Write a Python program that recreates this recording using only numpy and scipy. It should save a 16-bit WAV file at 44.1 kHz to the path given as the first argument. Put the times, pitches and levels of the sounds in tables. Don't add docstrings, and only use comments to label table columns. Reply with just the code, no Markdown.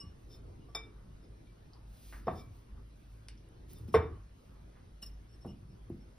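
import sys
import numpy as np
from scipy import signal
from scipy.fft import rfft, irfft
from scipy.io import wavfile
from scipy.ndimage import uniform_filter1d

SR = 44100
rng = np.random.default_rng(int(sys.argv[2]) if len(sys.argv) > 2 else 0)


def gain_from_db(level_db):
    decades = np.asarray(level_db, float) / 20
    return 10 ** decades


def wrap_up_sound(samples):
    columns = np.atleast_2d(samples).T
    tamed = np.clip(columns, -1, 1)
    steps = np.round(tamed * 32767).astype(np.int16)
    wavfile.write(sys.argv[1], SR, steps)


N = 272532


def evened(x):
    return x / np.sqrt(np.mean(x ** 2) + 1e-20)


def read(points, hz):
    f, value = np.transpose(points)
    return np.interp(np.log(hz + 1), np.log(f + 1), value)


def add(mix, s, sound):
    part = mix[round(s * SR):][:len(sound)]
    part += sound[:len(part)]


def ring(hz, db, t60, rise=1e-4):
    t = np.arange(SR // 2) / SR
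    decay = gain_from_db(db - 60 * t / t60)
    return decay * np.sin(2 * np.pi * hz * t) * (1 - np.exp(-t / rise))


def woken(modes, db, best_hz, loss_db, free=0.83, cycles=0.):
    total = 0
    for hz, mode_db, t60 in modes:
        off_db = abs(loss_db) * np.log2(hz / best_hz) ** 2
        total = total + ring(hz, db + mode_db - off_db, t60 * free, 1e-4 + cycles / hz)
    return total


def dish(modes, taps, slides):
    out = np.zeros(N)
    for s, *touch in taps:
        add(out, s, woken(modes, *touch, cycles=7))
    for s, length, *touch in slides:
        grit = rng.standard_normal(SR // 4)[:round(length * SR)] ** 3
        force = grit * np.hanning(len(grit)) ** .5 / np.linalg.norm(grit)
        add(out, s, signal.fftconvolve(force, woken(modes, *touch)))
    return out


def diffuse(frames, likeness, size):
    hz = np.fft.rfftfreq(size, 1 / SR)
    a, b, c, d = rng.standard_normal((frames, len(hz), 4)).T
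    same = np.clip(read(likeness, hz), -1, 1)[:, None]
    first, other = a + 1j * b, c + 1j * d
    return hz[:, None], np.array([first, same * first + np.sqrt(1 - same ** 2) * other])


def air():
    # f/Hz, density/dB per Hz
    colour_points = [(20, -54), (36, -9), (63, -3.5), (120, -9), (301, -16.5), (439, -21.5), (624, -24),
                     (1370, -31), (1740, -33.5), (5430, -41), (7500, -44.5), (11000, -46.5), (14000, -47),
                     (16200, -59.5)]
    # t/s, swell/dB
    stir = [(0, 6.5), (.24, 1.5), (.5, 9.5), (.74, 5.5), (.88, 3.5), (1.3, 3.5), (1.95, -1.5), (2.4, 11),
            (2.6, 2.5), (2.72, 2.5), (3.2, -2.5), (3.5, 2), (3.85, 14), (4.12, 15.5), (4.25, -2.5),
            (4.65, 4), (4.95, -1.5), (5.7, 3)]
    # f/Hz, width/octaves, share of the swell
    stir_ranges = [(85, .7, 1.12), (350, 0.58, 0.82), (1120, 0.58, 0.25)]
    # f/Hz, width/Hz, level/dB
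    hums = [(50.8, 7.6, -55), (108.8, 4, -66.5)]
    # f/Hz, likeness
    far_likeness = [(60, .998), (110, .95), (200, .78), (380, .3), (700, -.5), (1300, -.1), (3000, .1),
                    (5000, .6), (6300, .96), (15000, .96)]
    frames = N // 256 + 5
    hz, z = diffuse(frames, far_likeness, size=1024)
    s, stir_db = np.transpose(stir)
    stir_now = np.interp(np.arange(frames) * 256 / SR, s, stir_db)
    swell_db = 0
    for f, octaves, share in stir_ranges:
        swell_db = swell_db + np.exp(-(np.log2((hz + 1) / f) / octaves) ** 2) * share * stir_now
    patches = rng.standard_normal((frames, 513)).T
    patches = evened(uniform_filter1d(uniform_filter1d(patches, 6, 0), 10, 1))
    colour = gain_from_db(read(colour_points, hz))
    colour = colour * gain_from_db(-56) / np.sqrt(np.mean(colour[2:] ** 2))
    z = z * colour * gain_from_db(swell_db + 2.0 * patches)
    out = 17.4 * signal.istft(z, nperseg=1024, noverlap=768)[1][:, :N] / 513
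    for f, width, db in hums:
        r = np.exp(-np.pi * width / SR)
        drive = rng.standard_normal((N + SR, 2)) @ [1, 1j]
        slow = signal.lfilter([1], np.convolve([1, -r], [1, -r]), drive)[SR:]
        carrier = np.exp(2j * np.pi * f * np.arange(N) / SR)
        out = out + gain_from_db(db) * evened((slow * carrier).real)
    return out


def glass():
    # f/Hz, level/dB, t60/s
    modes = [(1154, 0, .45), (2845, 0, .09), (2903, -5, .25), (5389, 0, .12), (5402, -16, .3),
             (8355, -5, .11), (8380, -20, .28), (11600, -22, .12), (12250, -18, .15)]
    # t/s, level/dB, best woken f/Hz, loss/dB per octave squared, share of free ring time
    taps = [
        (.001, -49, 5600, 11, 1.1),
        (.012, -62, 2900, 30, 1.7),
        (.03, -61, 1154, 30, .9),
        (.686, -67, 1154, 30, 1),
        (3.943, -48, 1154, 30, 1),
        (3.944, -51, 5400, 34, 1),
        (5.025, -45.5, 4800, 6, .55),
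        (5.03, -52, 2900, 40, .5),
        (5.06, -54, 5400, 20, .9),
        (5.49, -69, 1154, 20, .25),
    ]
    # t/s, length/s, level/dB, best woken f/Hz, loss/dB per octave squared
    slides = [(.001, .03, -64, 1154, 30), (.59, .08, -71, 2900, 30), (.686, .04, -70, 5400, 21),
              (3.875, .04, -68, 6000, 12), (5.27, .1, -63, 5600, 16), (5.38, .09, -65, 6000, 12),
              (5.46, .07, -61, 3900, 5), (5.69, .04, -73, 6000, 12), (5.99, .05, -71, 6000, 12)]
    return dish(modes, taps, slides)


def kitchen(x, gap=0.0016):
    # f/Hz, t60/s
    band_t60 = [(60, 0.9), (200, 0.37), (500, 0.25), (1500, 0.45), (4000, 0.23), (10000, 0.066)]
    # f/Hz, likeness
    near_likeness = [(60, .999), (350, 0.97), (700, 0.45), (2500, 0.83), (5000, 0.54), (6300, 0.53),
                     (15000, 0.91)]
    hz, z = diffuse(320, near_likeness, size=256)
    t = np.arange(320) * 64 / SR
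    tail = signal.istft(z * gain_from_db(-60 * t / read(band_t60, hz)), nperseg=256, noverlap=192)[1]
    tail = tail * (1 - np.exp(-(np.arange(tail.shape[1]) / SR / gap) ** 2))
    return signal.fftconvolve(x[None], tail / np.linalg.norm(tail[0]), axes=1)[:, :N]


def counter():
    # f/Hz, level/dB, t60/s
    modes = [(81, 3.5, 0.3), (106, -0.5, 0.24), (227, 1, 0.11), (271, 1, 0.058), (330, -0.5, 0.072),
             (446, 0, .3), (703, -0.5, 0.072), (1116, 5, 0.016), (2132, -12, 0.15), (2822, -7, 0.015)]
    # t/s, level/dB, best woken f/Hz, loss/dB per octave squared, time until muffled/s
    blows = [(.035, -39, 107, 30, .3), (.685, -53, 690, 30, .3), (.7486, -36, 950, 12, .3),
             (2.2791, -37, 73, 30, .3), (2.2805, -17, 880, 20, .008), (2.742, -51, 220, 30, .05),
             (3.884, -30, 200, 25, .025), (3.945, -23, 95, 40, .06), (3.945, -28, 270, 60, .03),
             (3.9415, -13.5, 446, 60, .027), (3.941, -15, 1120, 25, .3), (3.94, -28, 2600, 30, .3),
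             (3.984, -25, 130, 25, .016), (5.026, -45, 220, 30, .3), (5.448, -37, 150, 8, .08),
             (5.449, -40, 300, 15, .02), (5.901, -25, 290, 80, .012), (5.916, -27, 130, 20, .012),
             (5.945, -35, 200, 40, .015)]
    # t/s, level/dB, top f/Hz, t60/s
    clatters = [(0.033, -49.5, 250, 0.18), (.685, -56, 540, 0.081), (.7486, -42, 1420, 0.13),
                (2.27, -32.5, 640, 0.26), (2.279, -42, 1700, 0.12), (2.742, -66.5, 1040, 0.15),
                (3.883, -57, 398, .054), (3.941, -24, 1102, 0.21), (2.269, -46.5, 1460, 0.13),
                (3.941, -33, 2250, .15), (5.028, -50.5, 1300, 0.038), (5.447, -43, 680, .15),
                (5.898, -55, 850, 0.069), (5.918, -46, 300, .1), (5.45, -42, 270, 0.31)]
    muffled_t60 = .02
    out, t = np.zeros(N), np.arange(SR // 2) / SR
    for s, db, top_hz, fade in clatters:
        band = signal.butter(3, [90, top_hz], "band", fs=SR, output="sos")
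        clatter = evened(signal.sosfilt(band, rng.standard_normal(len(t))))
        add(out, s, gain_from_db(db - 60 * t / fade) * clatter * (1 - np.exp(-t / 0.0017)))
    for s, db, best_hz, loss_db, held in blows:
        muffle = gain_from_db(-60 * np.maximum(t - held, 0) / muffled_t60)
        add(out, s, muffle * woken(modes, db, best_hz, loss_db, cycles=1.6))
    return out


def skin():
    # t/s of firmest contact, level/dB, swell/s, fade/s
    strokes = [(.21, -86, .03, 0.037), (.35, -78, .07, 0.034), (1.94, -82, .06, 0.037),
               (2.081, -69.5, 0.12, 0.13), (2.17, -82, 0.088, 0.032), (2.38, -73.5, 0.076, 0.069),
               (2.57, -80.5, 0.058, 0.061), (3.0, -87, 0.066, 0.12), (3.13, -87, .05, 0.11),
               (3.705, -69, 0.019, 0.051), (3.78, -77, 0.023, 0.086), (3.884, -75, .008, .02),
               (3.939, -65.5, 0.012, 0.0422), (4.44, -87, .09, 0.14), (5.027, -61.5, 0.0072, 0.022),
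               (5.065, -76, 0.0066, 0.05), (5.47, -81, 0.019, .04)]
    # f/Hz, density/dB per Hz
    colour = [(600, -7), (1500, -9.5), (4000, -1.5), (7500, -4), (11000, -3), (15000, 6.5), (16200, -64)]
    t, level = np.arange(N) / SR, np.zeros(N)
    for s, db, swell, fade in strokes:
        level += gain_from_db(db) * np.exp(-((t - s) / np.where(t < s, swell, fade)) ** 2)
    roughness = evened(uniform_filter1d(rng.standard_normal(N), 150))
    grains = rng.standard_normal(N) * gain_from_db(0.45 * roughness)
    hiss = irfft(rfft(grains) * gain_from_db(read(colour, np.fft.rfftfreq(N, 1 / SR))), N)
    return gain_from_db(7.5) * level * evened(hiss)


def sleeves():
    # t/s, level/dB, f/Hz, half length/s
    rustles = [(0.349, -62, 350, 0.065), (.48, -66, 452, 0.052), (0.856, -61.5, 330, 0.074),
               (0.998, -74.5, 1160, 0.12), (1.252, -64.5, 350, 0.032), (1.769, -71, 930, 0.046),
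               (2.779, -72, 1120, 0.034), (3.15, -79.5, 1350, 0.033), (3.519, -66, 350, 0.11),
               (4.549, -74, 1080, 0.076), (4.768, -75, 1830, 0.046), (5.7, -55, 122.5, 0.079)]
    out, t = np.zeros(N), np.arange(-SR // 4, SR // 4) / SR
    for s, db, hz, half in rustles:
        band = signal.butter(2, [hz / 1.3, hz * 1.3], "band", fs=SR, output="sos")
        rustle = evened(signal.sosfilt(band, rng.standard_normal(len(t))))
        add(out, s - .25, gain_from_db(db) * np.exp(-(t / half) ** 2) * rustle)
    return out


def plate():
    # f/Hz, level/dB, t60/s
    modes = [(2315, -7, .27), (2347, -11, .2), (3330, -17, .12), (3604, -8, .2), (3611.5, -8, .2),
             (5112, 1, .07), (5140, -15, .25), (5348, -2, .075), (5365, -20, .2), (6880, -10, .12),
             (8812, -24, .12), (9281, -22, .1), (10950, -21, .1), (12400, -25, .12)]
    # t/s, level/dB, best woken f/Hz, loss/dB per octave squared, share of free ring time
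    taps = [
        (.7487, -38.5, 5000, 1.8, .95),
        (.79, -54, 5200, 20, 1),
        (.835, -58, 3600, 60, .5),
        (1.469, -66, 2300, 30, .6),
        (2.268, -62, 4800, 5, .7),
        (3.9405, -39, 2300, 34, .8),
        (3.944, -48, 3400, 50, 1.6),
        (3.947, -40, 9300, 40, 1),
    ]
    # t/s, length/s, level/dB, best woken f/Hz, loss/dB per octave squared
    slides = [
        (.285, .085, -54, 5100, 16),
        (1.2, .08, -72, 5000, 11),
        (2.285, .04, -62, 3600, 40),
        (2.345, .08, -54, 4200, 3),
        (3.73, .07, -68, 5000, 11),
    ]
    return dish(modes, taps, slides)


def ticks():
    # t/s, peak level/dB, f/Hz, width/Hz, room share/dB
    tick_table = [(0.751, -40.5, 13000, 4970, 12.5), (1.734, -49.5, 4800, 900, -2),
                  (2.126, -41, 1480, 1600, 4), (3.285, -36.5, 5200, 1990, -5),
                  (3.2862, -40, 2540, 1820, -7), (3.285, -39.5, 8650, 3000, 1),
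                  (3.377, -58.5, 5400, 800, -1), (3.4887, -57, 10100, 2020, -8),
                  (3.734, -34.5, 14200, 3010, -17), (3.786, -49, 10650, 2990, 1),
                  (3.887, -52, 2530, 2970, -10.5), (3.939, -49, 5060, 2955, -8),
                  (3.94, -44.5, 10000, 4000, 13), (4.761, -61.5, 1190, 925, 6.5),
                  (5.023, -42, 9000, 9000, 0), (5.065, -41, 11800, 3000, -2), (5.463, -54, 10440, 4000, 7),
                  (5.898, -54, 12000, 4000, -6)]
    near, far, t = np.zeros(N), np.zeros(N), np.arange(1000) / SR
    for s, db, hz, width, room_db in tick_table:
        u = np.pi * width * t
        burst = gain_from_db(db) * np.e * u * np.exp(-u) * np.sin(2 * np.pi * hz * t)
        add(near, s, burst)
        add(far, s, burst * gain_from_db(room_db))
    return near, far


def scene():
    room = air()
    dishes = gain_from_db(4.5) * (glass() + plate())
    knocks, rub = counter() + sleeves(), skin()
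    near, far = ticks()
    echoing = gain_from_db(-12) * dishes + gain_from_db(-11) * knocks
    wet = kitchen(echoing + far + gain_from_db(-9.5) * rub)
    return dishes * gain_from_db([[.6], [-.6]]) + knocks + near + rub + wet + room


def thinned(left, right):
    hz, _, z = signal.stft([left + right, left - right], SR, nperseg=1024, noverlap=768)
    hz = hz[:, None]
    power = uniform_filter1d(uniform_filter1d(abs(z) ** 2, 14, 1), 4, 2)
    masked = (power < power[::-1] * gain_from_db(-14)) & (hz > 5800)
    least_db = np.select([hz > 15550, hz > 13800, hz > 12500], [-96., -108., -113.], -200)
    kept = ~masked & (power > gain_from_db(2 * least_db))
    total, apart = signal.istft(z * kept, nperseg=1024, noverlap=768)[1][:, :N] / 2
    return np.array([total + apart, total - apart])


def low_pass(x):
    return signal.sosfilt(signal.butter(12, 16150, fs=SR, output="sos"), x)


def record(dry):
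    # f/Hz, lead/half turns
    lead = [(250, 0), (900, .1), (3000, .2), (5600, .3), (6400, .62), (7000, .93), (8000, 1.06),
            (8350, 1.36), (9800, 1.93), (11000, 2.07), (12700, 2.93), (14000, 3.05), (15500, 3.5)]
    turn = np.exp(.5j * np.pi * read(lead, np.fft.rfftfreq(N, 1 / SR)))
    ports = irfft(rfft(dry) * [turn, 1 / turn], N)
    mix = thinned(*ports)
    return low_pass(mix)


dry = scene()
out = record(dry)
wrap_up_sound(out)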